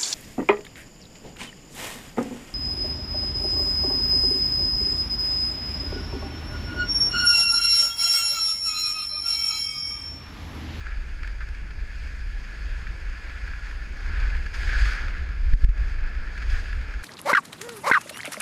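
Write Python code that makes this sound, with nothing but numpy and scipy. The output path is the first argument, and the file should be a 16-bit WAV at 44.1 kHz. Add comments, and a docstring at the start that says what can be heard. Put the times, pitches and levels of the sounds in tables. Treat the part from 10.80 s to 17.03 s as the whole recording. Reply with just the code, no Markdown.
"""A snow slope, heard from a camera in a closed housing that rides downhill on a skier.
Wind buffets the microphone port: lumpy low-band noise at the eddy pace, with a broad roar above it.
Skis hiss and ice grains tick: tilted, flickering noise and short puffs through the housing's resonances.
Three hard gusts thump the membrane: pointed pressure pushes with a crack; a limiter ducks everything briefly."""
import sys
import numpy as np
from scipy import signal
from scipy.fft import rfft, irfft
from scipy.io import wavfile
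from scipy.ndimage import uniform_filter1d

SR = 44100
rng = np.random.default_rng(int(sys.argv[2]) if len(sys.argv) > 2 else 0)


def inscribe(sig):
    """Save sig as 16-bit PCM at rate SR to the path in sys.argv[1].

    A 1-D sig is mono; a 2-D sig holds one channel per row.
    Samples are clipped to [-1, 1] before scaling.
    """
    pcm = np.round(np.clip(np.atleast_2d(sig).T, -1, 1) * 32767)
    wavfile.write(sys.argv[1], SR, pcm.astype(np.int16))


def invert_db(level):
    """Linear amplitude ratio for a level in decibels (20 dB per decade), elementwise."""
    return 10 ** (np.asarray(level, dtype=float) / 20)


N = 274743


def evened(x):
    """Scales to rms 1."""
    return x / np.sqrt(np.mean(x ** 2) + 1e-20)


def curve(rows, column, t):
    """Reads one column of a table at times t, linear between rows."""
    return np.interp(t, [row[0] for row in rows], [row[column] for row in rows])


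def one_pole(x, r):
    """First-order low-pass with pole r and unit gain at 0 Hz."""
    return signal.lfilter([1 - r], [1, -r], x)


def noise(field_db, size):
    """Noise whose short-time level follows field_db(t, hz); a field of 0 dB gives rms 1."""
    hop = size // 4
    t = np.arange(N // hop + 5) * hop / SR
    hz = np.fft.rfftfreq(size, 1 / SR)
    real, imag = rng.standard_normal((2, len(t), len(hz)))
    gain = invert_db(field_db(t[:, None], hz[None] + 1))  # + 1 keeps log(hz) finite
    spectra = (real + 1j * imag) * gain / np.sqrt(size / 3)
    return signal.istft(spectra.T, nperseg=size, noverlap=size - hop)[1][:N]


def chance(t, hz, seconds, width_hz):
    """A smooth random field of rms 1 over time and frequency."""
    frames = max(1, round(seconds / (t[1, 0] - t[0, 0])))
    bins = max(1, round(width_hz / (hz[0, 1] - hz[0, 0])))
    field = uniform_filter1d(rng.standard_normal((t.size, hz.size)), frames, 0)
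    return evened(uniform_filter1d(field, bins, 1))


def wind_db(t):
    """Level of the wind: uneven airflow with single buffets added on top, summed as power."""
    # uneven airflow over the port, rising and dropping: start_s, level_db
    airflow = [(0.0, -33.5), (0.8, -31.5), (1.17, -33), (1.55, -30), (1.75, -37), (1.83, -29.5),
               (2.39, -37.5), (2.64, -30.5), (3.17, -37), (3.31, -23.5), (3.54, -22), (3.71, -33),
               (3.88, -19), (4.12, -31.5), (4.46, -29), (4.7, -19), (4.95, -33.5), (5.2, -21.5),
               (5.32, -33.5), (5.6, -32), (6.23, -30)]
    # buffets riding on the airflow: peak_s, peak_db
    buffets = [(0.18, -27), (0.41, -28.5), (0.55, -32), (1.01, -30), (1.23, -30), (1.92, -27), (2.11, -27),
               (2.29, -27.5), (2.49, -27), (2.98, -27.5), (3.13, -33.5), (4.03, -14), (4.25, -22.5),
               (4.42, -26.5), (4.7, -25), (5.02, -20), (5.39, -24), (5.63, -30), (5.739, -16), (5.98, -23)]
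    rise_db_s, fall_db_s = 160, 172
    power = invert_db(2 * curve(airflow, 1, t))
    for s, db in buffets:
        drop_db = np.where(t < s, rise_db_s * (s - t), fall_db_s * (t - s))
        power = power + invert_db(2 * (db - drop_db))
    return 10 * np.log10(power)


def buffeting(width_hz=60, steady=0.36, top_hz=76):
    """Eddies shed at the port: noise in a low wide resonance, its own lumps partly evened."""
    # pace at which eddies are shed: start_s, pace_hz
    shedding = [(0, 41.95), (1, 39.03), (2.6, 49), (4, 41.96), (5.2, 32.88), (6.23, 40)]
    t, r = np.arange(N) / SR, np.exp(-np.pi * width_hz / SR)
    slow = rng.standard_normal(N) + 1j * rng.standard_normal(N)
    slow = one_pole(one_pole(slow, r), r)
    carrier = np.exp(2j * np.pi * np.cumsum(curve(shedding, 1, t)) / SR)
    band = signal.butter(2, [13, top_hz], "band", fs=SR, output="sos")
    eddies = evened(signal.sosfiltfilt(band, (slow * carrier).real))
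    lumps = np.sqrt(abs(uniform_filter1d(uniform_filter1d(eddies ** 2, 1500), 1000)))
    return evened(eddies / (lumps + 0.1) ** steady) * invert_db(wind_db(t))


def snow(t):
    """Level and brightness of the ski hiss: glide plus bites, each colouring by its share of the power."""
    # skis gliding: start_s, level_db, brightness_db_per_octave
    glides = [(0.0, -47.5, 1.5), (0.95, -50, 1), (1.25, -46.5, 1.5), (1.45, -49, 2), (1.75, -45.5, 1),
              (2.2, -47, 1.2), (2.55, -43, 0), (2.76, -45, 0), (3.09, -46.5, 0.7), (3.43, -36.5, -2),
              (3.72, -46, 1.5), (3.8, -39.5, 2), (3.94, -31, -0.5), (4.07, -31, 1.3), (4.23, -36.5, -2),
              (4.54, -46.5, -1), (4.78, -46.5, 1.5), (4.95, -44.5, -1), (5.1, -44, 0.5), (5.2, -43.5, -2.5),
              (5.5, -43.5, -1), (5.68, -43.5, 1), (6.23, -43.5, -0.8)]
    # edges bite harder snow: peak_s, peak_db, rise_s (for the last 10 dB), brightness_change_db_per_octave
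    bites = [(0.09, -43.5, .06, -4.5), (0.46, -46.5, 0.036, -1.5), (0.62, -55, .05, 0),
             (0.77, -50.5, .05, 0), (2.03, -44.5, 0.15, -2), (2.67, -48.5, 0.1, 0.5),
             (2.9, -42.5, 0.098, .5), (3.742, -35, .006, 0), (4.825, -54, 0.015, 4.5),
             (4.935, -53, 0.023, -6), (5.7, -38.5, .008, 2), (5.76, -37.5, 0.066, 0),
             (5.86, -43.5, 0.079, -1)]
    fall_s = 0.074  # to drop 10 dB
    power = invert_db(2 * curve(glides, 1, t))
    colour = 0
    for s, db, rise_s, change in bites:
        bite = invert_db(2 * db - 20 * np.where(t < s, (s - t) / rise_s, (t - s) / fall_s))
        power = power + bite
        colour = colour + bite * change
    return 10 * np.log10(power), curve(glides, 2, t) + colour / power


def roar(level_db=-47.5, with_wind=0.21, with_gusts=0.56, with_skis=0.68, patchy_db=1.25):
    """Air roaring over the housing: broad low noise that swells with the wind, its slow gusts and the skis."""
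    # spectrum before scaling to level_db: pitch_hz, relative_db (per Hz)
    spectrum = [(50, -53), (85, 6), (176, -2.5), (258, -5.5), (404, -8), (611, -12), (1150, -13.5),
                (1500, -56), (2530, -120)]
    spectrum_hz, spectrum_db = np.transpose(spectrum)

    def field(t, hz):
        wind, hiss = wind_db(t), snow(t)[0]
        gusts = uniform_filter1d(wind, size=120, axis=0)  # 0.7 s mean
        # wind drives the bottom, snow the top
        low, middle = 1 / (1 + (hz / 130) ** 2), 1 / (1 + (hz / 500) ** 2)
        swell = with_wind * low * (wind - gusts)
        swell = swell + with_gusts * middle * (gusts - gusts.mean())
        swell = swell + with_skis * (1 - middle) * (hiss - hiss.mean())
        colour = np.interp(np.log(hz), np.log(spectrum_hz), spectrum_db)
        return colour + swell + patchy_db * chance(t, hz, 0.07, 450)
    return invert_db(level_db) * evened(noise(field, size=1024))


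def housing(x):
    """Causal minimum-phase filter with the summed power of the resonances; white noise keeps its rms."""
    # resonances of the housing and its port: pitch_hz, width_hz (6 dB down), relative_db
    resonances = [(1327, 204, -4.5), (1477, 305, 1.5), (1682, 230, 6.5), (2153, 920, -1.5), (2466, 520, -6),
                  (3310, 730, -12.5), (3870, 800, -21), (4729, 1310, -11), (6570, 780, -18.5),
                  (7690, 2150, -28.5), (9100, 1150, -31.5), (10790, 1650, -33.5), (12100, 7100, -39.5),
                  (14050, 950, -42)]
    leak_db = -91
    hz = np.abs(np.fft.fftfreq(4096, 1 / SR))
    power = invert_db(2 * leak_db)
    for f, width, db in resonances:
        power = power + invert_db(2 * db) / (1 + (2 * (hz - f) / width) ** 2) ** 2
    log_gain = np.log(power) / 2
    phase = -signal.hilbert(log_gain).imag
    taps = np.fft.ifft(np.exp(log_gain + 1j * phase)).real[:2048]
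    return signal.oaconvolve(x, taps / np.linalg.norm(taps))[:N]


def skis(flicker_db=0.5, patchy_db=0.77, wander_db=1.26, top_lag=0.36, mid_lag=0.24):
    """Snow crushed under the skis: flickering hiss and a scatter of grit, before the housing."""
    grit_db, grit_per_s, spread_db = -11, 260, 4.6  # grit_db is relative to the hiss level

    def field(t, hz):
        level, tilt = snow(t)
        swell = level - level.mean()
        # uneven snow shakes all bands at once
        chatter = flicker_db * chance(t, hz, 0.02, 25000)
        # the highest treble and the band above the main resonance follow the swells less
        lag = top_lag * swell / (1 + (9000 / hz) ** 4)
        lag = lag + mid_lag * swell * np.exp(-((hz - 2400) / 450) ** 2)
        # random colour wanders through the low hiss in narrow patches
        wander = wander_db * chance(t, hz, 0.03, 350) * (hz < 3000)
        patches = patchy_db * chance(t, hz, 0.073, 1400)
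        return tilt * np.log2(np.clip(hz, 700, 7000) / 1750) + chatter + patches + wander - lag

    grains = invert_db(spread_db * np.minimum(rng.exponential(1, N), 4.5))
    grains = grains * (rng.random(N) < grit_per_s / SR)
    decay = np.exp(-np.arange(400) / 70)
    grit = evened(signal.oaconvolve(grains, decay)[:N] * rng.standard_normal(N))
    level_db = snow(np.arange(N) / SR)[0]
    return (noise(field, size=256) + invert_db(grit_db) * grit) * invert_db(level_db)


def ticks(rise_s=0.0024):
    """Scrapes of ice and spray: puffs of noise that start sharply, hold and break off; before the housing."""
    # scrapes: start_s, level_db (nominal peak before tilt), brightness_db_per_octave, length_s
    scrapes = [(0.066, -26, -5, 0.0085), (0.43, -21.5, -2.3, 0.0062), (0.443, -29.5, -8, 0.0093),
               (0.473, -26.5, 1.5, 0.0049), (0.6045, -29, -6, 0.029), (0.686, -33, 3, 0.0061),
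               (0.7444, -34.5, -1, 0.011), (0.905, -32.5, -1, 0.01), (2.067, -25, -7, 0.0076),
               (2.4936, -25, -8, 0.0067), (2.733, -25.5, -12, 0.008), (3.259, -29, -10, 0.0065),
               (3.547, -22.5, -7, 0.0085), (3.659, -26, -1.5, 0.013), (3.7406, -25, -8, 0.01),
               (3.83, -28, -3, 0.01), (5.239, -33, -14, 0.01), (5.573, -29.5, 0.5, 0.016),
               (5.6175, -26, -2, 0.017), (5.926, -24, -2, 0.0074)]
    size = 4096
    out, t = np.zeros(N + size), np.arange(size) / SR
    octaves = np.log2(np.clip(np.fft.rfftfreq(size, 1 / SR), 1400, 8000) / 1750)
    for s, db, tilt, length_s in scrapes:
        puff = irfft(rfft(rng.standard_normal(size)) * invert_db(tilt * octaves))
        shape = np.exp(-(t / length_s) ** 3) * np.minimum(t / rise_s, 1)
        at = round(s * SR)
        out[at:at + size] += puff * shape * invert_db(db) / 3  # peaks are about three times the rms
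    return out[:N]


def thumps(vent_hz=44, swing_share=2.2, body_db=3):
    """A pointed pressure push that swings back through the port's vent, with a crack at its tip."""
    # gust thumps, levels before filtering: peak_s, push_db, crack_db
    gusts = [(4.7365, -1, -37), (4.8445, 1.5, -34), (4.8915, -3.5, -40)]
    rise_s, fall_s, crack_s = 0.004, 0.006, 0.0025
    t = np.arange(N) / SR
    push, crack_shape = np.zeros(N), np.zeros(N)
    for s, push_db, crack_db in gusts:
        push += invert_db(push_db) * np.exp(np.where(t < s, (t - s) / rise_s, (s - t) / fall_s))
        crack_shape += invert_db(crack_db) * np.exp(-((t - s - crack_s / 2) / crack_s) ** 2)
    push = signal.sosfiltfilt(signal.butter(1, 220, fs=SR, output="sos"), push)
    swing = signal.lfilter(*signal.iirpeak(vent_hz, 2.5, SR), push)
    direct = signal.sosfilt(signal.butter(1, 20, "high", fs=SR, output="sos"), push)
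    crack = rng.standard_normal(N) * crack_shape
    dull = signal.lfilter([0.3], [1, -0.85], crack)
    return swing_share * swing + direct + dull + invert_db(body_db) * housing(crack)


def scene():
    """Wind acts on the membrane directly; snow sounds come through the housing."""
    return (buffeting() + roar() + housing(skis() + ticks()) + thumps())[None]


def top_cut(x):
    """Nothing passes above the cut-off."""
    return signal.sosfilt(signal.butter(12, 15440, fs=SR, output="sos"), x)


def record(dry):
    """Treble roll-off, then a peak limiter that bites within a few ms and lets go at a steady dB rate."""
    top_hz, threshold_db, recover_db_s, lag_s = 14500, -11, 120, 0.006
    dry = signal.sosfilt(signal.butter(6, top_hz, fs=SR, output="sos"), dry)
    fall_db = np.arange(N) * recover_db_s / SR
    peak_db = 20 * np.log10(abs(dry[0]) + 1e-9)
    held_db = np.maximum.accumulate(peak_db + fall_db) - fall_db
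    over_db = np.maximum(held_db - threshold_db, 0)
    cut_db = one_pole(over_db, np.exp(-1 / (lag_s * SR)))
    return top_cut(dry / invert_db(cut_db))


dry = scene()
out = record(dry)
inscribe(out)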